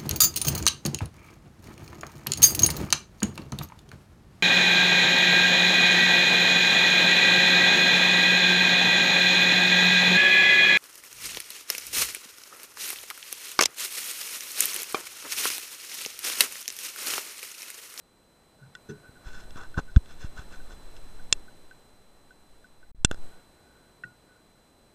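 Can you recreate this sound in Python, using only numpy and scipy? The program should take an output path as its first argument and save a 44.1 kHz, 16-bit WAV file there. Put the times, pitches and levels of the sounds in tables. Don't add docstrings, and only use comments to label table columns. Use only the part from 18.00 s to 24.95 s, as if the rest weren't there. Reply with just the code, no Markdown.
import sys
import numpy as np
from scipy import signal
from scipy.fft import rfft, irfft, next_fast_len
from scipy.io import wavfile
from scipy.ndimage import uniform_filter1d, minimum_filter1d, map_coordinates

SR = 44100
rng = np.random.default_rng(int(sys.argv[2]) if len(sys.argv) > 2 else 0)


def store_wav(level_fs):
    pcm = np.round(np.clip(np.atleast_2d(level_fs), -1, 1) * 32767)
    wavfile.write(sys.argv[1], SR, pcm.T.astype(np.int16))


N = 306304

# mode_hz, level_db, t60_s
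HOUSING_MODES = [(1501, -14, 0.015), (1766, -16, 0.017), (2717, -6, .019), (3460, 0.5, 0.014),
                 (4164, -12.5, 0.018), (4090, -9.5, 0.012), (5210, -3, .013), (5500, -9, .012),
                 (6160, -4.5, 0.012), (6600, -5.5, .006), (7160, -2, 0.014), (8430, -10, 0.013)]


def amp(db):
    return 10 ** (np.asarray(db) / 20)


def unit(x):
    return x / np.sqrt(np.mean(x ** 2) + 1e-20)


def clock():
    return np.arange(N) / SR


def curves(rows):
    s, *cols = np.transpose(rows)
    return [np.interp(clock(), s, c) for c in cols]


def wobble(rate_hz):
    knots = rng.standard_normal(int(N * rate_hz / SR) + 4)
    return map_coordinates(knots, [clock() * rate_hz])


def swells(rows):
    t = clock()
    return sum(amp(db) * np.exp(-np.minimum(((t - s) / sigma) ** 2, 100) / 2) for s, db, sigma in rows)


def held(start_s, end_s, rise_s, fall_s):
    t = clock()
    return np.exp(np.minimum(t - start_s, 0) / rise_s - np.maximum(t - end_s, 0) / fall_s)


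def resonance(f, hz, width_hz):
    return 1j * f * width_hz / (hz * hz - f * f + 1j * f * width_hz)


def filtered(x, response):
    m = next_fast_len(len(x) + SR // 2)
    spectrum = rfft(x, m) * response(np.fft.rfftfreq(m, 1 / SR))
    return irfft(spectrum, m)[:len(x)]


def noise(colour):
    f, db = np.transpose(colour)

    def response(hz):
        return amp(np.interp(np.log(hz + 1), np.log(f), db))

    return unit(filtered(rng.standard_normal(N), response))


def add(track, s, sound):
    part = track[round(s * SR):][:len(sound)]
    part += sound[:len(part)]


def upper_modes(t, tilt_db):
    hz, db, t60 = np.transpose(HOUSING_MODES[1:])[:, :, None]
    size = amp(db + tilt_db * np.log2(hz / hz[0]) + 2 * rng.standard_normal(hz.shape))
    sign = (-1) ** np.arange(len(hz))[:, None]
    ring = sign * size * amp(-60 * t / t60) * np.sin(2 * np.pi * hz * t)
    return np.sum(ring, axis=0) / np.linalg.norm(size)


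def strike(shell_db, upper_db, t60_s, contact_hz):
    t = np.arange(SR // 5) / SR
    hz = HOUSING_MODES[0][0] * (1 + .008 * rng.standard_normal())
    shell = amp(shell_db - 60 * t / t60_s) * (1 - np.exp(-t / 0.0011)) * np.sin(2 * np.pi * hz * t)
    contact = signal.butter(4, contact_hz, fs=SR, output="sos")
    crack = amp(-1 - 60 * t / .007) * signal.sosfilt(contact, rng.standard_normal(len(t)))
    return shell + amp(upper_db - 2.5) * (upper_modes(t, tilt_db=-6) + crack)


def thump(db, build_s):
    release_s = 0.56 * build_s
    t = np.arange(SR // 5) / SR - build_s
    build = np.clip(1 + t / build_s, 0, 1)
    release = (1 + np.cos(np.pi * np.clip(t / release_s, 0, 1))) / 2
    push = amp(db) * build * release
    rocking = filtered(push, lambda f: resonance(f, 63, 54))
    bass_cut = signal.butter(1, 35, "highpass", fs=SR, output="sos")
    return amp(-4.0) * rocking + amp(-1.5) * signal.sosfilt(bass_cut, push)


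def groan(modes, swell_s):
    t = np.arange(SR // 3) / SR
    tones = 0
    for hz, db, t60 in modes:
        phase = 2 * np.pi * hz * t + 0.69 * wobble(108)[:len(t)]
        tones = tones + amp(db - 60 * t / t60) * np.sin(phase)
    return tones * (1 - np.exp(-t / swell_s))


def electronics():
    # time_s, level_db
    floor = [(0.0, -81.5), (0.71, -78.5), (0.85, -76), (1.24, -75.5), (1.41, -72.5), (1.51, -72.5),
             (1.89, -75.5), (2.38, -72.5), (2.59, -72), (3.17, -72.5), (4.08, -79), (4.58, -78.5),
             (4.91, -81), (5.09, -78.5), (5.24, -71.5), (5.45, -77.5), (6.48, -79.5), (6.95, -79.5)]
    # line_hz, level_db
    whine_lines = [(4032.3, 1), (8064.6, -2.5), (12097, -25.5), (12352, -33)]
    # freq_hz, level_db
    low_hiss = [(12, -28.5), (20, -9), (70, -15.5), (245, -15.5), (279, -16), (479, -18), (595, -19),
                (1090, -23.5), (3500, -35.5), (4550, -67.5), (7700, -120)]
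    high_hiss = [(1500, -25), (3500, 1.5), (6000, -0.5), (9000, -1), (11000, -3), (11800, -6), (12500, 1),
                 (13300, -9.5), (15500, -10.5)]
    low_hiss_db, high_hiss_db, whine_db = 18, 7.5, 9

    floor_db, = curves(floor)
    hush_db = -6.5 * held(4.918, 4.918 + .16, rise_s=0.0018, fall_s=.015)
    drift_rad = 0.035 * wobble(15)
    whine = sum(amp(db) * np.sin(2 * np.pi * hz * clock() + drift_rad) for hz, db in whine_lines)
    hiss = amp(low_hiss_db) * noise(low_hiss) + amp(high_hiss_db) * noise(high_hiss)
    return amp(floor_db + hush_db) * (hiss + amp(whine_db) * unit(whine))


def hand():
    # start_s, end_s, flexing_db, sliding_db
    grips = [(1.3, 3.37, -37, -67.5), (3.402, 4.894, -57, -82), (5.006, 5.18, -35.5, -90.5)]
    # centre_s, rub_db, sigma_s, scuff_over_rub_db
    strokes = [(0.908, -52.5, .012, -20), (1.275, -54.5, 0.019, 2), (1.369, -52, 0.036, -15),
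               (1.572, -49.5, 0.0078, 4), (1.616, -53.5, 0.027, 6), (1.786, -39.5, 0.0087, 8),
               (2.109, -54.5, 0.019, -13), (2.235, -48, 0.021, -17), (2.392, -50, 0.019, 1),
               (2.537, -53.5, 0.018, -5), (2.713, -54, 0.015, -4), (2.97, -53, 0.0049, -12),
               (5.127, -53, 0.0078, 1)]
    # centre_s, level_db, sigma_s
    drags = [(.64, -59.5, .03), (.95, -59, 0.038), (1.07, -56, 0.026), (1.168, -54.5, .008),
             (1.36, -59.5, 0.096), (1.61, -50.5, 0.037), (1.895, -56.5, 0.015), (5.33, -67, 0.094),
             (5.76, -67, 0.11), (6.34, -66, 0.051)]
    # freq_hz, level_db
    rub_colour = [(60, -1), (150, 7.5), (1000, -3.5), (1550, 2.5), (2200, -8.5), (3500, -10), (5000, -11.5),
                  (6200, -11), (8500, -21), (13000, -29)]
    scuff_colour = [(60, -11), (200, -4), (600, -6.5), (950, 0.5), (1250, 5), (1550, 4.5), (2000, -27),
                    (4000, -21), (7000, -54), (10000, -54)]
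    grip_colour = [(3, -12.5), (7, 5.5), (14, -9.5), (30, -17), (60, -27), (150, -41), (400, -73.5),
                   (1000, -120)]
    tighten_s, relax_s, rest_db = .055, .08, -82

    flexing, sliding = amp(rest_db), 0
    for start, end, flexing_db, sliding_db in grips:
        hold = held(start, end, tighten_s, relax_s)
        flexing = flexing + amp(flexing_db) * hold
        sliding = sliding + amp(sliding_db) * hold
    stroking = swells([row[:3] for row in strokes])

    slips = noise(rub_colour) * amp(3 * wobble(400) + 1.5 * wobble(60))

    def damped_housing(f):
        return sum(amp(db) * t60 * resonance(f, hz, 120) for hz, db, t60 in HOUSING_MODES)

    rub_texture = amp(-3.5) * unit(slips) + amp(-6.5) * unit(filtered(slips, damped_housing))
    rub = (stroking + sliding) * rub_texture

    scuffing = swells([(s, db + scuff_db, sigma) for s, db, sigma, scuff_db in strokes])
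    scuffs = scuffing * unit(noise(scuff_colour) * amp(3.1 * wobble(360)))

    drag = swells(drags) + amp(-7) * stroking
    shell_noise = filtered(rng.standard_normal(N), lambda f: resonance(f, 1485, 115) ** 2)
    murmur = drag * unit(shell_noise)

    squeeze = filtered(swells([(5.115, -20, 0.034)]), lambda f: resonance(f, 4.5, 6))
    return rub + scuffs + murmur + squeeze + flexing * noise(grip_colour)


def creaks():
    # start_s, level_db, pitch_ratio, tilt_db_per_octave, swell_s
    creak_rows = [(.607, -30, 0.92, -27, 0.045), (.888, -28.5, 1, 1, 0.017), (6.038, -43, .81, -6, .01)]
    # start_s, level_db, swell_s
    ping_rows = [(0.7515, -37, 0.00072), (6.036, -21.5, 0.0033)]
    # mode_hz, level_db, t60_s
    creak_modes = [(147, -2.5, 0.24), (220, 2, 0.12), (313, -6.5, 0.16), (415.5, -1, 0.17),
                   (1498, -6, 0.072), (6080, -13.5, .06)]
    ping_modes = [(1450, -21, .25), (1480, 0, 0.031), (1890, -5, 0.032), (2704, -14.5, 0.022)]

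    out = np.zeros(N)
    for s, db, pitch, tilt_db, swell in creak_rows:
        modes = []
        for hz, mode_db, t60 in creak_modes:
            octaves = np.log2(hz / creak_modes[0][0])
            modes.append((pitch * hz, mode_db + tilt_db * octaves, t60))
        add(out, s, amp(db) * groan(modes, swell))
    for s, db, swell in ping_rows:
        add(out, s, amp(db) * groan(ping_modes, swell))
    return out


def taps():
    # start_s, shell_db, upper_modes_db
    tap_rows = [(0.7515, -38, -30), (1.5067, -50, -38.5), (1.743, -34.5, -48), (1.781, -21, -49),
                (2.059, -54, -45), (2.379, -35.5, -46), (2.537, -38.5, -51), (2.6, -43.5, -65),
                (2.706, -45, -55), (2.9662, -62, -39.5), (3.195, -44, -72), (3.481, -43, -70),
                (3.711, -39, -53), (4.307, -42.5, -56), (4.6432, -43, -58), (4.829, -45.5, -70),
                (6.04, -47, -47)]
    out = np.zeros(N)
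    for s, shell_db, upper_db in tap_rows:
        add(out, s, strike(shell_db, upper_db, t60_s=0.051, contact_hz=6200))
    return out


def knocks():
    # contact_s, push_db, build_s, click_db
    knock_rows = [(1.091, -38.5, .003, -65), (1.257, -29.5, .011, -59), (1.5587, -29, 0.0018, -37),
                  (1.776, -13.5, 0.0029, -47), (1.7903, -15.5, 0.00084, -28), (1.796, -26, .0022, -31),
                  (1.9624, .5, 0.00595, -14.5), (2.242, -23.5, 0.0045, -53), (2.388, -29.5, 0.0054, -48)]
    out = np.zeros(N)
    for s, push_db, build, click_db in knock_rows:
        click = strike(click_db, click_db - 10.5, t60_s=0.011, contact_hz=5800)
        add(out, s, click + thump(push_db, build))
    return out


def button_return():
    return_s, return_db, bounce_s, bounce_loss_db = 5.1129, -13.5, .0316, 17
    out = np.zeros(N)
    for k in range(3):
        db = return_db - k * bounce_loss_db
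        click = strike(db, db - 10.5, t60_s=0.011, contact_hz=10810)
        add(out, return_s + k * bounce_s, click - thump(db - 2.5, build_s=.0009))
    return out


def button():
    # start_s, peak_db, shell_db, push_db, overload_drive_db, ring_tilt_db_per_octave
    snaps = [(3.3263, -1.5, -9.5, -16.5, -15.5, 3), (5.0475, 3, 11, 2, -8, 0)]
    # delay_s, level_db
    chatter = [(0, 1.5), (.0007, -14), (.0014, -1), (.0025, -5.5)]

    out, t = np.zeros(N), np.arange(SR // 5) / SR
    shell_hz, shell_db, shell_t60_s = HOUSING_MODES[0]
    treble_cut = signal.ellip(6, .5, 48, 8500, fs=SR, output="sos")
    for s, peak_db, flex_db, push_db, drive_db, tilt_db in snaps:
        shell = amp(shell_db + flex_db - 60 * t / shell_t60_s) * np.sin(2 * np.pi * shell_hz * t)
        age = t / .0008
        push = amp(push_db) * age * np.exp(1 - age)
        snap = amp(6.5) * upper_modes(t, tilt_db) + shell - push
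        for delay, contact_db in chatter:
            crack = np.diff(rng.standard_normal(len(t) + 1)) * amp(-60 * t / 0.0026)
            add(snap, delay, amp(contact_db + 6.0) * signal.sosfilt(treble_cut, crack))
        snap = signal.sosfilt(treble_cut, np.tanh(amp(drive_db) * snap))
        add(out, s, amp(peak_db) * snap / np.abs(snap).max())
    return out


def scene():
    handling = hand() + creaks() + taps() + knocks()
    return (electronics() + handling + button_return() + button())[None]


def record(dry):
    dropout_s, dropout_length_s, dropout_db, top_hz = 4.918, .029, -56, 15500
    gap_db = dropout_db * held(dropout_s, dropout_s + dropout_length_s, rise_s=0.0011, fall_s=0.00042)
    sound = dry[0] * amp(gap_db)
    needed_gain = np.minimum(1, .98 / (np.abs(sound) + 1e-9))
    gain = uniform_filter1d(minimum_filter1d(needed_gain, size=45), size=45)
    return filtered(sound * gain, lambda hz: hz < top_hz)[None]


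dry = scene()
out = record(dry)
store_wav(out)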